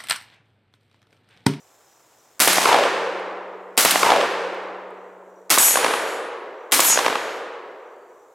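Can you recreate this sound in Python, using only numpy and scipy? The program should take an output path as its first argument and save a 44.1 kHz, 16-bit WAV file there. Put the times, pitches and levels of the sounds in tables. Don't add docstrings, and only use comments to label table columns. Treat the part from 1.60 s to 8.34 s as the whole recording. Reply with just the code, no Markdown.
import sys
import numpy as np
from scipy import signal
from scipy.fft import rfft, irfft, next_fast_len
from scipy.io import wavfile
from scipy.ndimage import uniform_filter1d

SR = 44100
rng = np.random.default_rng(int(sys.argv[2]) if len(sys.argv) > 2 else 0)


def wav_record(signal):
    frames = np.transpose(np.atleast_2d(signal))
    bounded = np.clip(frames, -1, 1)
    quanta = np.round(bounded * 32767).astype(np.int16)
    wavfile.write(sys.argv[1], SR, quanta)


N = 297234

# t/s, blast level/dB, near scatter level/dB, woods level/dB, target (0 round plate, 1 small plate)
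SHOTS = [(0.801, 5, -4, -2, 0), (2.176, 5.1, -5, -3.5, 0), (3.9023, 4.2, -8.5, -7.5, 1),
         (5.12, 4, -9, -11, 1)]
# f/Hz, level/dB
BLAST_SPECTRUM = [(25, -24), (45, -22), (100, -22), (250, -4), (500, -2), (1200, 1.5), (2500, -1),
                  (5000, -3), (9000, -1.5), (13000, -4), (16000, -15)]
# delay/s, level/dB aiming at round plate, level/dB aiming at small plate
ECHOES = [(0.0733, 9, 7.5), (0.0803, 8, 0.5), (.1805, 10, 0), (0.2541, 12, 7), (0.2689, 4, 5.5),
          (0.286, 4, -5), (.3266, 11, -1), (.342, 12, 7.5), (0.3602, 5.5, 4.5), (0.3844, 6, -4),
          (0.4343, 3, 1.5)]
# f/Hz, level/dB
ECHO_SPECTRUM = [(25, -39), (60, -34.5), (120, -17.5), (250, -9), (450, -5), (800, 0.5), (1150, -2.5),
                 (1700, -10.5), (3000, -14.5), (6000, -28), (16000, -51)]
# f/Hz, level/dB
NEAR_SPECTRUM = [(25, -33), (45, -24.5), (100, -17.5), (250, -2), (500, 1.5), (1100, 4), (2000, 3.5),
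                 (4000, 0), (8000, -3.5), (12000, -8), (16000, -25)]
# f/Hz, level/dB
WOODS_SPECTRUM = [(25, -43), (50, -34.5), (90, -25), (160, -22.5), (260, -13.5), (370, 0.5), (500, 6.5),
                  (650, -0.5), (950, 1), (1300, -1), (1700, -2), (3000, -7), (5000, -14), (9000, -22),
                  (15000, -44)]
# f/Hz, loss/(dB per s of travel)
AIR_LOSS = [(40, 18.5), (120, 12), (300, -4.5), (450, -2.5), (1000, 0), (2000, 9.5), (4000, 22.5),
            (8000, 37.5), (16000, 65)]
# f/Hz, level/dB
SURGE_SPECTRUM = [(30, -42.5), (150, -30.5), (350, -13.5), (600, 0.5), (820, 7.5), (1050, 0.5), (1400, -10),
                  (2500, -16), (6000, -28.5), (16000, -51.5)]
# level/dB, full level at delay/s, rise/s, held until delay/s,
# sag/(dB per s), fall/(dB per s)
NEAR_SWELL = (3, .086, .018, .26, 27, 105)
WOODS_SWELL = (-0.27, 0.2877, .06, 0.45, 1, 30)
SURGE_SWELL = (-2.5, .305, 0.3, 0.4, 3.5, 125)
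# t/s, level/dB, fade time constant/s
SLAPS = [(.877, 10.5, 0.0028), (2.25, 9.5, .004), (3.9836, 9.5, 0.0047), (5.2035, 10, 0.0044)]
# t/s, level/dB, fade time constant/s
CLACKS = [(.931, 3, .005), (1.597, -38.5, .002), (2.309, 7.5, 0.0064), (2.945, -36, 0.0022),
          (3.306, -44, .002), (4.025, 1, 0.0054), (5.246, 0, 0.0048)]
# f/Hz, level/dB
METAL_SPECTRUM = [(100, -26), (1000, -10.5), (3000, -0.5), (6000, -7), (8500, -1), (12000, -4.5),
                  (16000, -16)]
# f/Hz, level/dB, t60/s
ROUND_PLATE = [(187.3, -26, 3.14), (9200, -27.5, .5), (11200, -19, .6), (12600, -21, .5)]
# f/Hz, level/dB first hit, level/dB second hit
SMALL_PLATE = [(4480, -23, -31), (5103, -28, -21), (5523, -23, -20), (5922, -24, -17), (6288, -26, -18),
               (6714, -17, -9), (6799, -15, -20), (6853, -22, -15), (7211, -26, -21), (7378, -26, -20),
               (7660, -16, -23), (7773, -16, -20), (8008, -20, -21), (8560, -21, -21), (8845, -18, -23),
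               (9408, -8, -18), (10363, -19, -25), (10490, -18, -19), (10750, -21, -23), (11133, -21, -25),
               (11420, -14, -14), (11620, -17, -23), (13700, -26, -28)]
# ring level/dB, facing level/dB, facing delay/s,
# sweep width (Gaussian sigma)/s, decay/(dB per s)
SWINGS = [(-4, 4.5, .078, .057, 42), (-7, 4.5, 0.092, 0.032, 56)]
BEAM_LEADS = [.02, 0.055]
# f/Hz, level/dB
WIDTH = [(60, -30), (150, -34.5), (350, -32.5), (700, -16.5), (1400, -15), (3000, -13), (6000, -11.5),
         (11000, -21), (15000, -30.5)]
# f/Hz, level/dB
LEAVES_SPECTRUM = [(18, -47.5), (30, -20), (145, -4.5), (184, -12.5), (364, 0), (822, 1), (1160, -2.5),
                   (2900, -13), (3770, -12), (4530, -15.5), (5170, -15.5), (7270, -8), (9460, -17.5),
                   (14800, -16.5), (16000, -22.5)]
# start t/s, end t/s, f/Hz, width/Hz, level/dB, pulses/(per s), pulse depth (0-1)
INSECTS = [(0, 2.4, 5193, 130.1, -74, 62, 0.9), (0, 6.74, 5850, 40, -74, 3.2, .9),
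           (0, 6.74, 7120, 756, -71, .6, 0.2), (5.8, 6.5, 4590, 22, -75, 3.3, 0.4)]

TAIL_SAMPLES = 110250
SMEAR_START_S, SMEAR_S_PER_S, SPLINTER_DB = 0.0008, 0.0017, -18
TRUNK_COUNT, TRUNKS_FROM_S, TRUNKS_TO_S = 12, 0.095, 0.46
TRUNK_DB, TRUNK_SPREAD_DB = -3.5, 2
EARLY_DB = -28
SURGE_START_OCT, SURGE_SAG_OCT_PER_S = 0.23, 7.3
SURGE_SAG_FROM_S, SURGE_SAG_TO_S = 0.31, 0.414
RING_HZ, FALL_POWER, BEAM_DB_PER_OCT = 8500, 0.3, 3
RING_DAMPED_S, DAMPED_DB_PER_S = 0.57, 69
AIR_START_DB, AIR_DB_PER_S = -57.5, -0.24
EDGE_HZ = 16300


def gun():
    out, t = np.zeros((2, N)), np.arange(SR) / SR
    fields = [(hard_echoes(target), woods()) for target in (0, 1)]
    bank = surge()
    for s, blast_db, near_db, woods_db, target in SHOTS:
        lock_time_s, bang = blast()
        echoes, roll = fields[round(target)]
        near = colour(noise(SR, lumpy_db=1.5), NEAR_SPECTRUM) * swell(t, *NEAR_SWELL)
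        add(out, s - lock_time_s, amp(blast_db) * bang)
        add(out, s, amp(near_db) * near)
        add(out, s, (1 - round(target)) * bank)
        add(out, s, echoes + amp(woods_db) * roll)
    return out


def blast(t60_s=0.5, rise_s=0.00023, hammer_db=-23, lock_time_s=0.006):
    t = np.arange(SR // 2) / SR
    out = np.zeros((2, len(t)))
    add(out, 0, amp(hammer_db) * burst(0.0025))
    envelope = (1 - np.exp(-t / rise_s)) * amp(-60 * t / t60_s)
    add(out, lock_time_s, noise(len(t), lumpy_db=-1.5) * envelope)
    return lock_time_s, colour(out, BLAST_SPECTRUM)


def hard_echoes(target, size=2048, energy_s=0.002, bass_hz=240, bass_db=-6):
    out, t = np.zeros((2, TAIL_SAMPLES)), np.arange(size) / SR
    place, strength = rng.random((TRUNK_COUNT, 2)).T
    delays = TRUNKS_FROM_S + (TRUNKS_TO_S - TRUNKS_FROM_S) * (np.arange(TRUNK_COUNT) + place) / TRUNK_COUNT
    trunks = list(zip(delays, TRUNK_DB + TRUNK_SPREAD_DB * (2 * strength - 1)))
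    large = [(delay, small_db if target else round_db) for delay, round_db, small_db in ECHOES]
    puff_gain = np.sqrt(energy_s * SR / size)
    for delay, db in large + trunks:
        puff = t * np.exp(-t / (SMEAR_START_S + SMEAR_S_PER_S * delay))
        thud = unit(colour(noise(size) * puff, ECHO_SPECTRUM))
        splinter = unit(colour(noise(size) * puff, NEAR_SPECTRUM))
        add(out, delay, amp(db) * puff_gain * (thud + amp(SPLINTER_DB) * splinter))
    bass_cut = signal.butter(N=2, Wn=bass_hz, btype="high", fs=SR)
    body = signal.lfilter(*bass_cut, out)
    return body + amp(bass_db) * (out - body)


def woods(tree_line_s=0.33, lumpy_db=0.5, blend_s=0.96):
    delay = np.arange(TAIL_SAMPLES) / SR
    lumps_db = lumpy_db * np.exp(-np.maximum(delay - tree_line_s, 0) / blend_s)
    hz, t, z = signal.stft(noise(TAIL_SAMPLES, lumps_db), SR, nperseg=512)
    z = z * amp(-at_hz(AIR_LOSS, hz)[:, None] * np.maximum(t - tree_line_s, 0))
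    roll = signal.istft(z, SR, nperseg=512)[1][:, :TAIL_SAMPLES]
    return colour(roll, WOODS_SPECTRUM) * swell(delay, *WOODS_SWELL)


def surge(lumpy_db=4):
    hz, t, z = signal.stft(noise(SR, lumpy_db), SR, nperseg=512)
    sag_s = np.clip(t - SURGE_SAG_FROM_S, 0, SURGE_SAG_TO_S - SURGE_SAG_FROM_S)
    octaves = SURGE_START_OCT - SURGE_SAG_OCT_PER_S * sag_s
    tone = amp(at_hz(SURGE_SPECTRUM, hz[:, None] / 2 ** octaves))
    tone = tone / np.sqrt(np.mean(tone ** 2, axis=0))
    roar = signal.istft(z * tone, SR, nperseg=512)[1][:, :SR]
    return roar * swell(np.arange(SR) / SR, *SURGE_SWELL)


def swell(t, db, arrive_s, rise_s, hold_s, sag_db_per_s, fall_db_per_s):
    rise_db = EARLY_DB * np.clip((arrive_s - t) / rise_s, 0, 1)
    sag_db = sag_db_per_s * np.clip(t - arrive_s, 0, hold_s - arrive_s)
    return amp(db + rise_db - sag_db - fall_db_per_s * np.maximum(t - hold_s, 0))


def metal_knocks(knocks):
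    out = np.zeros((2, N))
    for s, db, fade_s in knocks:
        add(out, s, amp(db) * colour(burst(fade_s), METAL_SPECTRUM))
    return out


def round_plate(shimmer_db=-10, shimmer_t60_s=0.87):
    out, long, t = np.zeros((2, N)), np.arange(TAIL_SAMPLES) / SR, np.arange(SR) / SR
    for (s, _, _), (next_s, _, _) in zip(SLAPS[:2], SLAPS[1:]):
        until_next = np.clip((next_s - s - long) / 0.02, 0, 1)
        add(out, s, amp(shimmer_db - 60 * t / shimmer_t60_s) * shimmer(4000, 13000, count=50))
        for hz, db, t60_s in ROUND_PLATE:
            add(out, s, amp(db - 60 * long / t60_s) * until_next * partial(hz, long, flutter=0.08))
    return out


def small_plate(shimmer_db=-15.0, tilt_db_per_band=-2):
    out, t = np.zeros((2, N)), np.arange(SR) / SR
    edges = np.geomspace(5600, 15500, 5)
    for hit, (motion, lead) in enumerate(zip(SWINGS, BEAM_LEADS)):
        s = SLAPS[2 + hit][0]
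        voices = [(hz, amp(levels[hit]) * partial(hz, t, flutter=0.72)) for hz, *levels in SMALL_PLATE]
        for band, (low, high) in enumerate(zip(edges, edges[1:])):
            crowd = amp(shimmer_db + tilt_db_per_band * band) * shimmer(low, high, count=12)
            voices.append((np.sqrt(low * high), crowd))
        for hz, voice in voices:
            add(out, s, voice * swing(t, hz, lead, *motion))
    return out


def partial(hz, t, flutter, flutter_rate_hz=16, spread=0.15):
    phase, pan = rng.random(2)
    knots = rng.standard_normal((2, 128))
    in_phase, quadrature = [np.interp(t * flutter_rate_hz, np.arange(knots.shape[1]), k) for k in knots]
    turn = 2 * np.pi * (hz * t + phase)
    tone = (1 + flutter * in_phase) * np.sin(turn) + flutter * quadrature * np.cos(turn)
    tone = tone / np.sqrt(0.5 + flutter ** 2)
    return tone * (1 + spread * (2 * pan - 1) * np.array([[1], [-1]]))


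def shimmer(low_hz, high_hz, count=30, width_hz=9):
    f = np.fft.rfftfreq(SR, 1 / SR)
    modes = low_hz + (high_hz - low_hz) * (np.arange(count) + rng.random(count)) / count
    comb = sum(1 / (1 + ((f - hz) / width_hz) ** 2) for hz in modes)
    return unit(irfft(rfft(noise(SR)) * comb, SR))


def swing(t, hz, lead_s_per_oct, ring_db, facing_db, facing_s, sweep_s, fall_db_per_s):
    octaves = np.log2(hz / RING_HZ)
    fall_db = fall_db_per_s * (hz / RING_HZ) ** FALL_POWER * t
    fall_db = fall_db + DAMPED_DB_PER_S * np.maximum(t - RING_DAMPED_S, 0)
    beam = np.exp(-0.5 * ((t + lead_s_per_oct * octaves - facing_s) / sweep_s) ** 2)
    return amp(ring_db - fall_db) + amp(facing_db + BEAM_DB_PER_OCT * octaves) * beam


def meadow():
    size = next_fast_len(N)
    t, f, hiss = np.arange(N) / SR, np.fft.rfftfreq(size, 1 / SR), rfft(noise(size))
    air = amp(AIR_START_DB + AIR_DB_PER_S * t) * colour(noise(N, lumpy_db=1.2), LEAVES_SPECTRUM)
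    for start_s, end_s, hz, width_hz, db, rate_hz, depth in INSECTS:
        band = np.exp(-0.5 * ((f - hz) / width_hz) ** 2)
        song = unit(irfft(hiss * band, size)[:, :N])
        singing = np.clip(np.minimum(t - start_s, end_s - t) / 0.091 + 1, 0, 1)
        pulses = 1 + depth * np.sin(2 * np.pi * (rate_hz * t + rng.random()))
        air = air + amp(db) * song * singing * pulses
    return air


def burst(fade_s, count=8192):
    return noise(count) * np.exp(-np.arange(count) / SR / fade_s)


def noise(count, lumpy_db=0):
    mid, side, lumps = rng.standard_normal((3, count))
    size = next_fast_len(count)
    side_gain = amp(at_hz(WIDTH, np.fft.rfftfreq(size, 1 / SR)))
    side = irfft(rfft(side, size) * side_gain, size)[:count]
    clumps = amp(lumpy_db * unit(uniform_filter1d(lumps, size=110)))
    return unit(np.array([mid + side, mid - side]) * clumps)


def colour(x, points, size=4096):
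    log_gain = np.log(amp(at_hz(points, abs(np.fft.fftfreq(size, 1 / SR)))))
    taps = np.fft.ifft(np.exp(np.conj(signal.hilbert(log_gain)))).real[:size // 2]
    return signal.fftconvolve(x, taps[None] / np.linalg.norm(taps), axes=1)[:, :x.shape[1]]


def at_hz(points, hz):
    f, value = np.transpose(points)
    return np.interp(np.log(hz + 1), np.log(f + 1), value)


def add(mix, s, sound):
    part = mix[:, round(s * SR):][:, :sound.shape[-1]]
    part += sound[..., :part.shape[1]]


def amp(db):
    return 10 ** (np.asarray(db) / 20)


def unit(x):
    return x / np.sqrt(np.mean(x ** 2) + 1e-20)


def scene():
    knocks = metal_knocks(SLAPS) + metal_knocks(CLACKS)
    return gun() + knocks + round_plate() + small_plate() + meadow()


def record(dry, threshold_db=-30, squeeze=0.46, envelope_fall_db_per_s=15, ceiling=1.0):
    power_db = 10 * np.log10(abs(uniform_filter1d((dry ** 2).mean(0), size=440)) + 1e-12)
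    creep_db = np.arange(N) * envelope_fall_db_per_s / SR
    envelope_db = np.maximum.accumulate(power_db + creep_db) - creep_db
    over_db = np.maximum(envelope_db - threshold_db, 0)
    gain = amp(-squeeze * uniform_filter1d(over_db, size=60))
    held = ceiling * np.tanh(dry * gain / ceiling)
    low_pass = signal.firwin(255, EDGE_HZ, window=("kaiser", 9), fs=SR)
    return signal.oaconvolve(held, low_pass[None], "same")


dry = scene()
out = record(dry)
wav_record(out)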